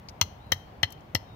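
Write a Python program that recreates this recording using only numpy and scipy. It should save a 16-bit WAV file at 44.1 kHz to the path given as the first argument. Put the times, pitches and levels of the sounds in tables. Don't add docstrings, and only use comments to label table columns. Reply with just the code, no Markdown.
import sys
import numpy as np
from scipy import signal
from scipy.io import wavfile
from scipy.ndimage import uniform_filter1d

SR = 44100
rng = np.random.default_rng(int(sys.argv[2]) if len(sys.argv) > 2 else 0)


def waveform_to_disk(signal):
    frames = np.transpose(np.atleast_2d(signal))
    scaled = np.clip(frames, -1, 1) * 32767
    samples = np.round(scaled).astype(np.int16)
    wavfile.write(sys.argv[1], SR, samples)


def boost_factor(decibels):
    exponent = np.asarray(decibels, float) / 20
    return 10 ** exponent


N = 59535
CONTACT_S = 0.0004


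def evened(x):
    return x / np.sqrt(np.mean(x ** 2) + 1e-20)


def read(points, hz):
    f, value = np.transpose(points)
    return np.interp(np.log(hz + 1), np.log(f + 1), value)


def add(mix, start_s, sound):
    part = mix[:, round(start_s * SR):][:, :sound.shape[1]]
    part += sound[:, :part.shape[1]]


def coloured(x, points):
    hz = abs(np.fft.fftfreq(4096, 1 / SR))
    log_gain = np.log(boost_factor(read(points, hz)))
    minimum_phase = np.exp(np.conj(signal.hilbert(log_gain)))
    taps = np.fft.ifft(minimum_phase).real[:2048]
    return signal.fftconvolve(x, taps[None], axes=1)[:, :x.shape[1]]


def pair(x, right_db):
    lag = 4
    late = np.r_[np.zeros(lag), x[:-lag]]
    return np.array([x, boost_factor(right_db) * late])


# pitch_hz, level_db (per Hz)
HUM_COLOUR = [(22, -38), (45, -33.5), (85, 2), (360, -16), (800, -12.5), (1400, -25), (3000, -34),
              (7500, -56)]
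# pitch_hz, likeness (-1 to 1)
HUM_LIKENESS = [(60, .98), (180, .94), (400, .7), (700, .1), (1400, -.22), (3000, .01)]
# pitch_hz, left_minus_right_db
HUM_LEAN = [(60, -0.5), (180, -0.5), (550, 1.5), (1650, 4.5), (4970, 5.5), (15000, 0.5)]


def hum():
    hum_db, patch_db, air_edge_hz = -45, 0.98, 15800
    frames, hz = N // 256 + 5, np.fft.rfftfreq(1024, 1 / SR)
    a, b, c, d, patches = rng.standard_normal((frames, 513, 5)).T
    patches = uniform_filter1d(patches, 10, 0)
    patches = evened(uniform_filter1d(patches, 12, 1))
    same = np.clip(read(HUM_LIKENESS, hz), -1, 1)[:, None]
    left = a + 1j * b
    right = same * left + np.sqrt(1 - same ** 2) * (c + 1j * d)
    half_lean_db = read(HUM_LEAN, hz)[:, None] / 2
    level_db = read(HUM_COLOUR, hz)[:, None] + patch_db * patches
    z = np.array([left, right]) * boost_factor(level_db + np.array([half_lean_db, -half_lean_db]))
    z *= (hz < air_edge_hz)[:, None]
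    sound = signal.istft(z, nperseg=1024, noverlap=768)[1][:, :N]
    return boost_factor(hum_db) * evened(sound)


# time_s, pitch_hz, level_db
BIRD_CALLS = [
    [(.39, 3500, -71), (.43, 3900, -68), (.46, 4150, -69), (.49, 3880, -71), (.515, 3750, -75)],
    [(.58, 4280, -82), (.68, 4480, -77), (.80, 4420, -83)],
    [(1.24, 3720, -75), (1.30, 3740, -70), (1.40, 3720, -71)],
]


def birds():
    flutter_db, fade_s = 1.2, 0.013
    out, t = np.zeros(N), np.arange(N) / SR
    for time_s, pitch_hz, level_db in map(np.transpose, BIRD_CALLS):
        fade = np.clip(np.minimum(t - time_s[0], time_s[-1] - t) / fade_s, 0, 1)
        flutter = evened(uniform_filter1d(rng.standard_normal(N), 500))
        level = fade * boost_factor(np.interp(t, time_s, level_db) + flutter_db * flutter)
        glide_hz = uniform_filter1d(np.interp(t, time_s, pitch_hz), size=900)
        out += level * np.sin(2 * np.pi * np.cumsum(glide_hz) / SR)
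    return 2 * out


# start_s, level_db, pitch_hz (centre), t60_s (time to die by 60 dB), left_minus_right_db
TICK_EVENTS = [(.086, -38, 4810, 0.0355, 9.5), (0.088, -47, 2620, 0.042, 5),
               (0.094, -44.5, 5240, 0.028, 25), (0.087, -67, 12800, 0.079, 6), (.468, -65, 14300, .015, 25),
               (.905, -48, 6000, 0.023, 17.5), (.905, -52, 12900, 0.012, 12),
               (0.9247, -41.5, 5300, 0.02, 16), (0.9225, -47.5, 2900, .02, 3),
               (0.922, -42, 13900, 0.023, 15), (1.008, -59.5, 6000, .015, 14)]


def ticks():
    width = 0.22
    out, t = np.zeros((2, N)), np.arange(2500) / SR
    for start_s, level_db, pitch_hz, t60_s, lean_db in TICK_EVENTS:
        edges = np.clip([pitch_hz * (1 - width), pitch_hz * (1 + width)], 100, 20000)
        band_filter = signal.butter(2, edges, "band", fs=SR)
        band = signal.lfilter(*band_filter, rng.standard_normal(len(t)))
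        add(out, start_s, pair(evened(band) * boost_factor(level_db - 60 * t / t60_s), -lean_db))
    return out


# pitch_hz, t60_s
TRUNK_DECAY = [(100, 0.1), (1000, .4), (3000, 0.49), (6000, 0.36), (9000, 0.085), (15000, 0.1)]


def trunks(x):
    taps = np.zeros((2, 30000))
    at = np.arange(400, 29980, 20) + rng.integers(0, 20, (2, 1479))
    np.put_along_axis(taps, at, rng.choice([-1., 1.], at.shape), 1)
    hz, t, z = signal.stft(taps, SR, nperseg=256)
    decay = boost_factor(-60 * t / read(TRUNK_DECAY, hz)[:, None])
    tail = signal.istft(z * decay, SR, nperseg=256)[1]
    return signal.fftconvolve(x[None], tail / np.linalg.norm(tail[0]), axes=1)[:, :N]


# delay_s, left_db, right_db
NEAR_ECHOES = [(.0045, -17, -11), (.0100, -16.5, -25), (0.0166, -30.5, -26), (0.022, -32, -31.5)]


def echoes(wood):
    spread_s = 0.006
    out, size = np.zeros((2, N)), round(spread_s * SR)
    heard = np.array([wood[0], wood.mean(0)])
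    for delay_s, left_db, right_db in NEAR_ECHOES:
        smear = rng.standard_normal((2, size)) * np.hanning(size)
        smear *= boost_factor([[left_db], [right_db]]) / np.linalg.norm(smear, axis=1, keepdims=True)
        add(out, delay_s, signal.fftconvolve(heard, smear, axes=1))
    return out


def ground(push_db, thump_db):
    push_hz, push_t60_s = 240.6, 0.012
    thump_hz, thump_sag, thump_rise_s, thump_after_s = 83.6, 0.44, 0.0085, 0.0016
    right_lag = 10
    t = np.arange(5000) / SR
    push = -boost_factor(push_db - 60 * t / push_t60_s) * np.sin(2 * np.pi * push_hz * t)
    u = np.maximum(t - thump_after_s, 0) / thump_rise_s
    pitch_hz = thump_hz * (1 + thump_sag * np.exp(-u)) * (u > 0)
    turns = np.cumsum(pitch_hz) / SR
    thump = boost_factor(thump_db) * u * np.exp(1 - u) * np.sin(2 * np.pi * turns)
    swing = push + thump
    return np.array([swing, np.roll(swing, right_lag)])


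# pitch_hz, level_db
CRACK_COLOUR = [(300, -12), (1500, -21), (6000, -3), (7700, -7.5), (9000, -12), (11500, -5.5), (14500, -4),
                (16800, -15.5)]


def snap(level_db, air_db):
    crack_db, crack_t60_s, crack_right_db = -2, 0.006, -23
    sizzle_db, sizzle_t60_s, sizzle_right_db = -44.5, 0.36, -17
    ring_hz, ring_t60_s, ring_db, ring_right_db = 6075, 0.0072, 2.5, -38.5
    t = np.arange(9000) / SR
    noise = rng.standard_normal((3, len(t)))
    crack = pair(noise[0] * boost_factor(crack_db - 60 * t / crack_t60_s), crack_right_db)
    sizzle = noise[1:] * boost_factor(sizzle_db - 60 * t / sizzle_t60_s) * boost_factor([[0], [sizzle_right_db]])
    air = boost_factor(air_db) * coloured(crack + sizzle, CRACK_COLOUR)
    ring = boost_factor(ring_db - 60 * t / ring_t60_s) * np.sin(2 * np.pi * ring_hz * t)
    ring *= 1 - np.exp(-t / CONTACT_S)
    return boost_factor(level_db) * (air + pair(ring, ring_right_db))


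# pitch_hz, level_db, t60_s, left_minus_right_db, touch_db (change when only touched)
RING_MODES = [(515, -15, .018, 0, -3.2), (927, -4, 0.012, 5, -8.5), (1214, -9.5, 0.018, 6, 11.7),
              (1500, -21.5, 0.01, 22, 17), (1738, -6.5, 0.014, 33.5, -5.5), (1993, 3, 0.017, 7.5, 0),
              (2407, -14, 0.022, 12.5, -20.7), (2879, 1.5, 0.01, 2, -7.5), (3128, 0, 0.033, 15, -1),
              (3443, -10.5, 0.03, 4.5, -28), (3874, -5.5, 0.019, 5.5, -13.7), (4213, -2, 0.015, 38.5, 5),
              (5380, -1.5, 0.0073, 15.5, -10.5), (7530, -15.5, 0.0072, 14.5, 13)]
SHADE_PITCHES = [600, 1200, 2000, 3100, 5300]


def contact(level_db, bright_db, touch, shade):
    bright_hz, detune = 4000, 0.002
    touch_damping = 2.5
    chatter_s, chatter_db = 0.003, -27
    t = np.arange(7000) / SR
    luck = rng.standard_normal((len(RING_MODES), 2))
    noise = rng.standard_normal(len(t))
    shade_table = np.c_[SHADE_PITCHES, shade]
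    ring = np.zeros((2, len(t)))
    for (pitch_hz, mode_db, t60_s, lean_db, touch_db), (side, drift) in zip(RING_MODES, luck):
        mode_db = mode_db + touch * touch_db + read(shade_table, pitch_hz)
        mode_db += bright_db * np.log2(pitch_hz / bright_hz + 1)
        decay = boost_factor(mode_db - 60 * t / t60_s * touch_damping ** touch)
        wave = np.sin(2 * np.pi * pitch_hz * (1 + detune * drift) * t) * np.sign(side)
        ring += pair(decay * wave, -lean_db)
    ring *= 1 - np.exp(-t / CONTACT_S)
    click = t == 0
    chatter = boost_factor(chatter_db) * noise * np.clip(2 - 2 * t / chatter_s, 0, 1) + click
    return boost_factor(level_db - 6) * signal.fftconvolve(ring, chatter[None], axes=1)[:, :len(t)]


# start_s (touch), touch_db, knock_after_s, knock_db, brightness_db
BLOW_EVENTS = [
    (0.2129, -10, 0.0018, -12.5, 6.5),
    (0.519, -15.5, .0030, -7.5, 4),
    (.8300, -10.5, .0024, -4, -2),
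    (1.1486, -25, 0.0029, -10.5, 0),
]
# push_db, thump_db
GROUND_LEVELS = [(-19, -24), (-18.5, -27.5), (-20.5, -24.5), (-12, -24)]
BLOW_SHADES = [(3, 4.5, -1.4, 1.6, 1), (3.5, 0.7, 0.14, -2.3, -0.5), (-3.5, 1, 0.83, -0.86, 2),
               (5.3, 0, -2.5, -0.039, 8.5)]
SNAP_DELAYS = [.0006, .0015, .0002, .0003]
SNAP_LEVELS = [-4, -10.5, -18, -17]
SNAP_AIR = [-3.5, 3.5, 1, 4]


def blows():
    wood, low = np.zeros((2, N)), np.zeros((2, N))
    snaps = zip(SNAP_DELAYS, SNAP_LEVELS, SNAP_AIR)
    for blow, soil, shade, crackle in zip(BLOW_EVENTS, GROUND_LEVELS, BLOW_SHADES, snaps):
        start_s, touch_db, knock_after_s, knock_db, bright_db = blow
        snap_after_s, snap_db, air_db = crackle
        add(wood, start_s, contact(touch_db, bright_db, 0.76, shade))
        add(wood, start_s + knock_after_s, contact(knock_db, bright_db, 0, shade))
        add(wood, start_s + snap_after_s, snap(snap_db, air_db))
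        add(low, start_s, ground(*soil))
    return wood, low


def scene():
    trunks_db, trunks_right_db = -30, -9.5
    bird_right_db, bird_wet_db = -7, -8
    wood, low = blows()
    song = birds()
    near = wood + low + ticks() + hum() + echoes(wood)
    into_trunks = boost_factor(trunks_db) * wood[0] + boost_factor(bird_wet_db) * song
    far = trunks(into_trunks) * boost_factor([[0], [trunks_right_db]])
    return near + far + pair(song, bird_right_db)


def low_pass(x):
    return signal.sosfilt(signal.butter(12, 17110, fs=SR, output="sos"), x)


# pitch_hz, level_db
PORT_COLOUR = [(400, -2.57), (4000, 1.18), (6200, 4.5), (7500, 1.5), (9000, 0.5), (11000, 4), (14000, 8.5),
               (16000, 2)]
# pitch_hz, level_db (per Hz)
HISS_COLOUR = [(2000, 4.5), (7000, -0.5), (9000, -9.5), (12000, -7.9), (15600, 4.8), (15850, -55)]


def record(dry):
    hiss_db, low_cut_hz, edge_hz, ceiling = -76, 39, 17000, 1
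    hiss = boost_factor(hiss_db) * evened(coloured(rng.standard_normal((2, N)), HISS_COLOUR))
    low_cut = signal.butter(2, low_cut_hz, "high", fs=SR)
    x = signal.lfilter(*low_cut, coloured(dry, PORT_COLOUR)) + hiss
    x = ceiling * np.tanh(x / ceiling)
    edge = signal.firwin(255, edge_hz, window=("kaiser", 9), fs=SR)
    mix = signal.oaconvolve(x, edge[None], "same")
    return low_pass(mix)


dry = scene()
out = record(dry)
waveform_to_disk(out)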